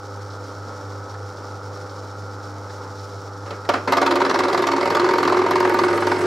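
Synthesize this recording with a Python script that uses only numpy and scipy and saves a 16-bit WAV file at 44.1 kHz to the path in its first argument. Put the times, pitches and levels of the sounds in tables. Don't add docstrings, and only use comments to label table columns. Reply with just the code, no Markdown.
import sys
import numpy as np
from scipy import signal
from scipy.fft import rfft, irfft
from scipy.io import wavfile
from scipy.ndimage import uniform_filter1d, minimum_filter1d

SR = 44100
rng = np.random.default_rng(int(sys.argv[2]) if len(sys.argv) > 2 else 0)


def transcribe(signal):
    frames = np.atleast_2d(signal).T
    limited = np.clip(frames, -1, 1)
    pcm = np.round(limited * 32767).astype(np.int16)
    wavfile.write(sys.argv[1], SR, pcm)


N = 276066
TIME = np.arange(N) / SR
FREQ = np.maximum(np.arange(4097) * SR / 8192, 1)
HUM_HZ = 99.9
TURN_S, CUT_START_S = .04665, 3.922

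# (time [s], knock [dB], grit [dB], rub [dB])
GRAZES = [(3.458, -42, -50, -37.5), (3.505, -39, -41.5, -34), (3.690, -12, -23.5, -24.5),
          (3.737, -18, -31.5, -24), (3.875, -18, -32, -24)]
# (time [s], entry knock [dB], exit knock [dB], chip rub [dB], entry grit [dB])
CUT = [(3.92, -11, -15, -34, -25), (4.1, -17, -18, -26, -28), (4.2, -20, -16.5, -26.5, -31.5),
       (4.34, -16, -15.5, -27.5, -29.5), (4.48, -22.5, -18.5, -27.5, -33.5),
       (4.64, -18.5, -15.5, -26.5, -30), (4.75, -22.5, -17, -26.5, -34.5), (4.9, -17.5, -20, -25.5, -32.5),
       (5.09, -17, -16.5, -24, -31.5), (5.16, -17, -22, -25.5, -33.5), (5.27, -15.5, -14, -24, -30),
       (5.44, -19.5, -25, -28, -37.5), (5.63, -16.5, -15.5, -24, -32.5), (5.72, -16, -19, -24.5, -36),
       (5.87, -18.5, -24, -25, -35), (6.115, -16, -27, -26.5, -41.5), (6.165, -27.5, -27, -27, -40)]


def undb(db):
    return 10 ** (np.asarray(db) / 20)


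def curve(rows, column=1):
    rows = np.array(rows)
    return np.interp(TIME, rows[:, 0], rows[:, column])


def colour(points):
    hz, db = np.transpose(points)
    return np.interp(np.log(FREQ), np.log(hz), db)


def resonance(hz, width, db):
    return db / (1 + (2 * (FREQ - hz) / width) ** 2)


def response(db):
    cepstrum = irfft(np.log(undb(db)))
    half = len(FREQ) - 1
    cepstrum[1:half] *= 2
    cepstrum[half + 1:] = 0
    return irfft(np.exp(rfft(cepstrum)))[:half]


def ring(force, db):
    body = response(db)
    return signal.fftconvolve(force, body / np.linalg.norm(body))[:N]


def walk(rate):
    hold = max(int(SR / rate), 1)
    steps = np.repeat(rng.standard_normal(N // hold + 2), hold)
    smooth = uniform_filter1d(uniform_filter1d(steps, hold), hold)[:N]
    return smooth / smooth.std()


def crackle(rate, scatter_db):
    sizes = rng.choice([-1, 1], N) * undb(scatter_db * rng.standard_normal(N))
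    clicks = sizes * (rng.random(N) < rate / SR)
    return clicks / clicks.std()


def blows(times, db):
    force = np.zeros(N)
    np.add.at(force, np.clip((times * SR).astype(int), 0, N - 1), undb(db))
    return force


def bursts(times, db, peak_s, sharp):
    age = np.arange(1, SR // 10) / SR / peak_s
    return signal.fftconvolve(blows(times, db), (age * np.exp(1 - age)) ** sharp)[:N]


def tone(hz, db):
    return np.sqrt(2) * undb(db) * np.sin(2 * np.pi * (np.cumsum(hz) / SR + rng.random()))


def echoes(sound, t60, delay_s, db):
    age = np.arange(SR // 2) / SR
    fade = np.exp(-np.log(1000) * age / t60) * (age > delay_s)
    cloud = rng.standard_normal(len(age)) * fade / np.linalg.norm(fade)
    return undb(db) * signal.fftconvolve(sound, cloud)[:N]


def belt(delay_s, width_s):
    pass_s, period_s = 0.283, .2668
    offset = (TIME - pass_s - delay_s + period_s / 2) % period_s - period_s / 2
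    return np.exp(-(offset / width_s) ** 2)


def drive_tones():
    # (time [s], level [dB])
    hum_levels = [(0, -36.5), (3.8, -36.5), (4.1, -45.5), (4.6, -45.5), (5.2, -42), (5.7, -40.5),
                  (6.1, -36)]
    # (pitch [Hz], level [dB])
    motor_tones = [(299.8, -49), (399.7, -48), (499.6, -45), (599.4, -58.5), (799.1, -52.5), (899.2, -59),
                   (1091.3, -66), (1291.0, -47), (1390.9, -48), (1490.8, -55), (1790.6, -67)]
    # (pitch [Hz], level [dB])
    gear_tones = [(422, -55), (818.6, -50.5), (868.4, -49.5), (968.0, -60), (1167.8, -55), (1216.6, -56),
                  (1539.0, -61)]
    dip_db = 4.7 * belt(delay_s=0, width_s=0.018)
    hum = tone(HUM_HZ + 0.19 * walk(5.0), curve(hum_levels) + 0.55 + 1.3 * walk(21.9) - dip_db)
    motor = sum(tone(hz + 0.34 * walk(5.87), db + 1.4 * walk(9.08)) for hz, db in motor_tones)
    gears = sum(tone(hz + 1.21 * walk(11.82), db - 3.5 + 3 * walk(7.4)) for hz, db in gear_tones)
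    return hum + motor + gears


def headstock():
    # (frequency [Hz], gain [dB])
    housing_eq = [(45, -24.5), (110, -5.5), (200, -5.5), (280, -3), (400, -3.5), (500, 2.5), (580, -0.5),
                  (700, -6), (890, -1.5), (1020, -5.5), (1290, -1.5), (1480, -6.5), (1750, -17.5),
                  (2250, -21.5), (2600, -29.5), (4300, -21.5), (5500, -19.5), (9500, -37), (15000, -45.5)]
    throb = 1 + 0.16 * np.sin(2 * np.pi * HUM_HZ * TIME)
    swell_db = 1.6 * belt(delay_s=0.028, width_s=0.019)
    rattle = crackle(rate=3000, scatter_db=1.5) * throb * undb(-39.0 + walk(25.22))
    hiss = crackle(rate=14000, scatter_db=4.0) * throb
    hiss *= undb(-50.5 + swell_db + 0.63 * walk(17) + 1.3 * walk(60))
    grains = crackle(rate=48, scatter_db=2.5) * undb(-61)
    spectrum = colour(housing_eq) + resonance(hz=5425, width=145, db=6.5)
    treble = 1 / (1 + (2500 / FREQ) ** 8)
    lows = ring(rattle, spectrum + 10 * np.log10(1 - treble + 1e-9))
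    highs = ring(hiss + grains, spectrum + 10 * np.log10(treble + 1e-9))
    return lows + highs


def scuffs():
    # (time [s], level [dB])
    hits = [(.300, -47), (.330, -49), (1.093, -46), (1.368, -50), (1.893, -47), (2.442, -50), (2.70, -48),
            (2.965, -51), (2.992, -47)]
    # (frequency [Hz], gain [dB])
    scuff_eq = [(2000, -30), (3300, -3), (4300, 4), (5500, 4), (6500, -15), (12000, -37)]
    envelope = bursts(*np.transpose(hits), peak_s=0.0045, sharp=.7)
    return ring(envelope * crackle(rate=4500, scatter_db=2), colour(scuff_eq))


def swarf():
    # (time [s], level [dB])
    hits = [(.2, -51), (.75, -52), (1.138, -42), (1.865, -46), (2.695, -45), (3.648, -39)]
    # (frequency [Hz], gain [dB])
    curl_eq = [(800, -35), (1700, 10), (2800, -15), (4050, -1), (5200, -10), (9000, -22), (15000, -38)]
    envelope = bursts(*np.transpose(hits), peak_s=0.0046, sharp=0.92)
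    return ring(envelope * crackle(rate=3800, scatter_db=-0.5), colour(curl_eq))


def steel():
    # (frequency [Hz], gain [dB])
    body_eq = [(130, -10.5), (220, -1), (450, 0.5), (700, -10.5), (1100, -5), (1600, -3.5), (2200, -11.5),
               (3000, -14.5), (4500, -18.5), (6500, -25), (9000, -34), (15000, -49.5)]
    # (frequency [Hz], width [Hz], lift [dB])
    modes = [(255, 37, 9), (363.6, 103, 9), (589.7, 71, 13), (724.5, 68, 11.5), (792, 140, 4.5),
             (914, 120, 10.5), (996, 123, 3), (1191, 110, 7), (1284, 33, 4.5), (1478, 18, 7.5),
             (1910, 35, 2), (2048, 62, 5), (2194, 56, 7.5), (2540, 25, 0), (2600, 19, 5), (4030, 100, 4.5),
             (4400, 160, 7), (4850, 170, 5.5), (5260, 270, 5)]
    return colour(body_eq) + sum(resonance(*mode) for mode in modes)


def recut(roughness, memory=.48):
    turn = int(TURN_S * SR)
    by_turn = np.resize(roughness, (N // turn + 1, turn))
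    marks = signal.lfilter([1], [1, -memory], by_turn, axis=0).ravel()[:N]
    lowpass = signal.butter(2, 2300, fs=SR, output="sos")
    return roughness + signal.sosfiltfilt(lowpass, marks / marks.std() - roughness)


def engaged():
    return np.clip((TIME - CUT_START_S) / TURN_S + 1, 0, 1)


def arcs():
    # (time [s], duration [s])
    arc_lengths = [(3.9, 0.011), (6.26, 0.0298)]
    start = CUT_START_S + TURN_S * np.arange(int((TIME[-1] - CUT_START_S) / TURN_S) + 1)
    return start, start + np.interp(start, *np.transpose(arc_lengths))


def rubbing():
    # (frequency [Hz], gain [dB])
    slide_eq = [(50, -27), (130, 5.5), (200, -2.5), (280, -7.5), (450, 4.5), (900, -5), (1800, 1.5),
                (2900, 0), (4500, -6.5), (9000, -2), (15000, -6)]
    graze_s, _, _, graze_db = np.transpose(GRAZES)
    swell_db = 0.1 * np.cos(2 * np.pi * (TIME - CUT_START_S - 0.022) / TURN_S)
    pressure = engaged() * undb(curve(CUT, column=3) + swell_db)
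    pressure += bursts(graze_s, graze_db, peak_s=.014, sharp=0.8)
    slips = recut(crackle(rate=7000, scatter_db=3.0)) * pressure * undb(1.07 * walk(90))
    return ring(slips, steel() + colour(slide_eq))


def sizzle():
    # (time [s], level [dB])
    levels = [(3.7, -90), (3.95, -66), (5.3, -68), (5.85, -52.5), (6.26, -50)]
    # (frequency [Hz], gain [dB])
    fizz_eq = [(4000, -12), (6300, 7), (7200, -2), (8100, 7), (8550, 5), (8950, -5), (9400, -7), (9900, 5),
               (11000, -7), (16000, -15)]
    fizz = crackle(rate=9100, scatter_db=5.5) * undb(curve(levels) + 3.9 * walk(90))
    return ring(fizz, colour(fizz_eq))


def chatter():
    # (time [s], level [dB], pitch [Hz])
    swing = [(3.9, -34, 360), (4.15, -21.5, 357), (4.33, -29, 358), (4.39, -22.5, 355), (4.6, -23.5, 356),
             (4.9, -27.5, 364), (5.02, -19.5, 364), (5.12, -16.5, 366), (5.19, -25.5, 364),
             (5.3, -20.5, 366), (5.4, -13.5, 367), (5.46, -24, 368), (5.55, -18.5, 368), (5.78, -22, 366),
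             (5.87, -16, 364), (5.94, -21.5, 366), (6.19, -22.5, 366), (6.24, -17.5, 364)]
    # (pitch [Hz], level relative to the chip rub [dB])
    high_modes = [(929, -10), (1185, -17.5)]
    # (time [s], level [dB])
    shudder = [(3.92, -30), (4.15, -29.5), (4.36, -34.5), (4.55, -35.5), (4.78, -26.5), (4.82, -53),
               (5.08, -44), (5.26, -28), (5.42, -42), (6.26, -37)]
    start, leave = arcs()
    exit_swell_db = 4.5 * bursts(leave, 0, peak_s=.008, sharp=2.5)
    entry_swell_db = 2.2 * bursts(start, 0, peak_s=0.0078, sharp=9.4)
    swing_db = curve(swing) + exit_swell_db + entry_swell_db
    rub_db = curve(CUT, column=3)
    jolts_hz = 14 * recut(walk(150))
    tool = tone(curve(swing, column=2) + jolts_hz, swing_db - 3.4 + 1.8 * walk(110))
    growl = tone(390 + 22 * walk(150), swing_db - 13 + 2 * walk(110))
    singing = sum(tone(hz + 4.5 * walk(90), rub_db + db + 1.2 * walk(60)) for hz, db in high_modes)
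    post = tone(275.4 + 1.77 * walk(50), curve(shudder) + 0.52 * walk(40))
    return engaged() * (tool + growl + singing + post)


def ring_chips(force, db, patchy_db=2.2):
    turn = int(TURN_S * SR)
    bands_hz = np.linspace(0, SR / 2, 45)
    out = np.zeros(N + turn + len(FREQ))
    for i in range(int(GRAZES[0][0] / TURN_S) * turn, N, turn):
        curl = response(db + patchy_db * np.interp(FREQ, bands_hz, rng.standard_normal(len(bands_hz))))
        piece = signal.fftconvolve(force[i:i + turn], curl / np.linalg.norm(curl))
        out[i:i + len(piece)] += piece
    return out[:N]


def chips(entry, grit_db, snap_db, end, end_db):
    # (time [s], snap [dB], grit [dB])
    breaks = [(3.922, -29.5, -36), (3.968, -42, -43), (4.015, -40, -43), (4.062, -41, -55),
              (4.108, -48, -37), (4.155, -40, -59), (4.388, -49, -36), (4.528, -47, -53), (4.574, -45, -57),
              (4.621, -47, -52), (4.668, -45, -35), (4.714, -50, -40), (4.854, -43.5, -54),
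              (4.901, -40, -52), (4.948, -40, -42), (4.995, -47, -43), (5.135, -40, -61), (5.181, -38, -60),
              (5.228, -41.5, -47), (5.275, -51, -55), (5.369, -45, -48), (5.509, -33, -38),
              (5.556, -47, -33), (5.601, -39, -59), (5.694, -38, -55), (5.741, -36, -50), (5.788, -46, -32),
              (5.835, -48, -36), (5.975, -41, -55), (6.068, -44, -37), (6.115, -55, -35.5)]
    # (frequency [Hz], gain [dB])
    grit_eq = [(900, -22), (2700, -3), (4200, 2), (7500, 1), (11000, -1)]
    # (frequency [Hz], gain [dB])
    snap_eq = [(2500, -35), (6000, -11.5), (9000, -5), (13000, 9.5), (16000, -8)]
    break_s, break_snap_db, break_grit_db = np.transpose(breaks)
    onsets = np.r_[break_s, entry]
    start, leave = arcs()
    in_metal = np.searchsorted(start, TIME) - np.searchsorted(leave, TIME)
    scrape = undb(-48) * in_metal
    grit = bursts(onsets, np.r_[break_grit_db, grit_db] + 3.5, peak_s=0.0031, sharp=0.7)
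    grit += bursts(end, np.maximum(end_db - 17.5, -38), peak_s=0.0025, sharp=0.6)
    snap = bursts(onsets, np.r_[break_snap_db, snap_db] + 2.0, peak_s=0.0014, sharp=0.7)
    snap += bursts(end, end_db - 29, peak_s=0.00099, sharp=0.91)
    fractures = crackle(rate=12000, scatter_db=3)
    crunch = ring_chips((grit + scrape) * fractures, steel() + colour(grit_eq))
    return crunch + ring_chips(snap * fractures, steel() + colour(snap_eq))


def segments(times, hz, slip_cycles=0.18):
    age = TIME - times[np.maximum(np.searchsorted(times, TIME) - 1, 0)]
    cycles = hz * age + slip_cycles * recut(walk(700))
    return np.sqrt(2) * np.sin(2 * np.pi * cycles) * undb(walk(1200))


def shearing(entry, entry_db, end, end_db):
    _, leave = arcs()
    going_in = bursts(entry, entry_db - 12, peak_s=0.0046, sharp=3.0) * segments(entry, hz=1016)
    going_out = bursts(end, end_db - 13.5, peak_s=0.0036, sharp=2.4) * segments(leave, hz=1149)
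    return ring(going_in + going_out, steel())


def thuds(entry, entry_db, end, end_db):
    # (frequency [Hz], gain [dB])
    thud_eq = [(100, -19), (300, -6.5), (480, 6), (640, 7.5), (850, 2.5), (1200, -7), (2200, -10),
               (4000, -13)]
    jitter_s, rebound_s, fade_db_per_s = .00015, 0.00575, 6.5
    steps = np.r_[entry, end] + jitter_s * rng.standard_normal(len(entry) + len(end))
    steps_db = np.r_[entry_db, end_db - 3] + 19 - fade_db_per_s * (steps - CUT_START_S)
    force = blows(steps, steps_db) + blows(steps + rebound_s, steps_db + 0.5)
    return ring(force, steel() + colour(thud_eq))


def knocks(entry, entry_db, end, end_db):
    # (frequency [Hz], gain [dB])
    knock_eq = [(40, -53), (110, -14), (220, -8), (400, -5), (650, -2.5), (1050, 4.5), (1600, 1),
                (2200, 0.5), (3300, -13), (8000, -24)]
    push = bursts(entry, entry_db + 1.9, peak_s=0.0045, sharp=1.2)
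    push += bursts(end, end_db - 1.9, peak_s=0.0035, sharp=1.6)
    roughness = recut(crackle(rate=22000, scatter_db=1))
    return ring(push * roughness, steel() + colour(knock_eq))


def bites():
    # (time [s], level [dB])
    catches = [(4.028, -20), (4.216, -12.5), (4.310, -27), (4.545, -16), (4.828, -19), (4.874, -32),
               (4.968, -16.5), (5.109, -23), (5.251, -28), (5.391, -26)]
    catch_s, catch_db = np.transpose(catches)
    graze_s, graze_knock_db, graze_grit_db, _ = np.transpose(GRAZES)
    start, leave = arcs()
    turn_entry_db, turn_exit_db, turn_grit_db = (np.interp(start, TIME, curve(CUT, c)) for c in (1, 2, 4))
    scatter_db = rng.standard_normal((len(start), 4)) * [0.67, 0.67, 3, 0.67]
    entry, end = np.r_[graze_s, start], np.r_[catch_s, leave]
    entry_db = np.r_[graze_knock_db, turn_entry_db + scatter_db[:, 0]]
    grit_db = np.r_[graze_grit_db, turn_grit_db + scatter_db[:, 1]]
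    snap_db = np.r_[graze_grit_db - 19, -59 + scatter_db[:, 2]]
    end_db = np.r_[catch_db, turn_exit_db + scatter_db[:, 3]]
    tool = sum(layer(entry, entry_db, end, end_db) for layer in (shearing, thuds, knocks))
    return tool + chips(entry, grit_db, snap_db, end, end_db)


def scene():
    # (frequency [Hz], side gain [dB])
    width_eq = [(100, -13), (380, -12), (700, -7), (1300, -2.5), (2400, 0.5), (4400, -8), (8000, 0.5),
                (15000, 4.5)]
    noises = bites() + rubbing() + sizzle() + headstock() + swarf() + scuffs()
    tones = drive_tones() + chatter()
    wall_db = colour([(300, 1.5), (4500, -1.0), (9000, -4.0), (15000, -8)])
    dull = signal.fftconvolve(noises, response(wall_db))[:N]
    mid = noises + echoes(dull, t60=0.4, delay_s=.008, db=-10.0) + tones
    bed = echoes(noises, t60=0.022, delay_s=0.00072, db=-7.5)
    walls = echoes(dull, t60=0.49, delay_s=0.006, db=-14.5)
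    side = signal.fftconvolve(bed + walls, response(colour(width_eq)))[:N]
    side += undb(-24.5) * signal.hilbert(tones).imag
    lean_db = .3
    return np.array([undb(-lean_db) * mid + side, undb(lean_db) * mid - side])


def record(dry):
    ceiling, hold, top_hz = .66, int(.004 * SR), 15800
    held_peak = -minimum_filter1d(-np.abs(dry).max(axis=0), hold)
    peak = uniform_filter1d(held_peak, hold)
    gain = (1 + (peak / ceiling) ** 4) ** -.25
    return signal.sosfilt(signal.ellip(10, .2, 70, top_hz, fs=SR, output="sos"), dry * gain)


dry = scene()
out = record(dry)
transcribe(out)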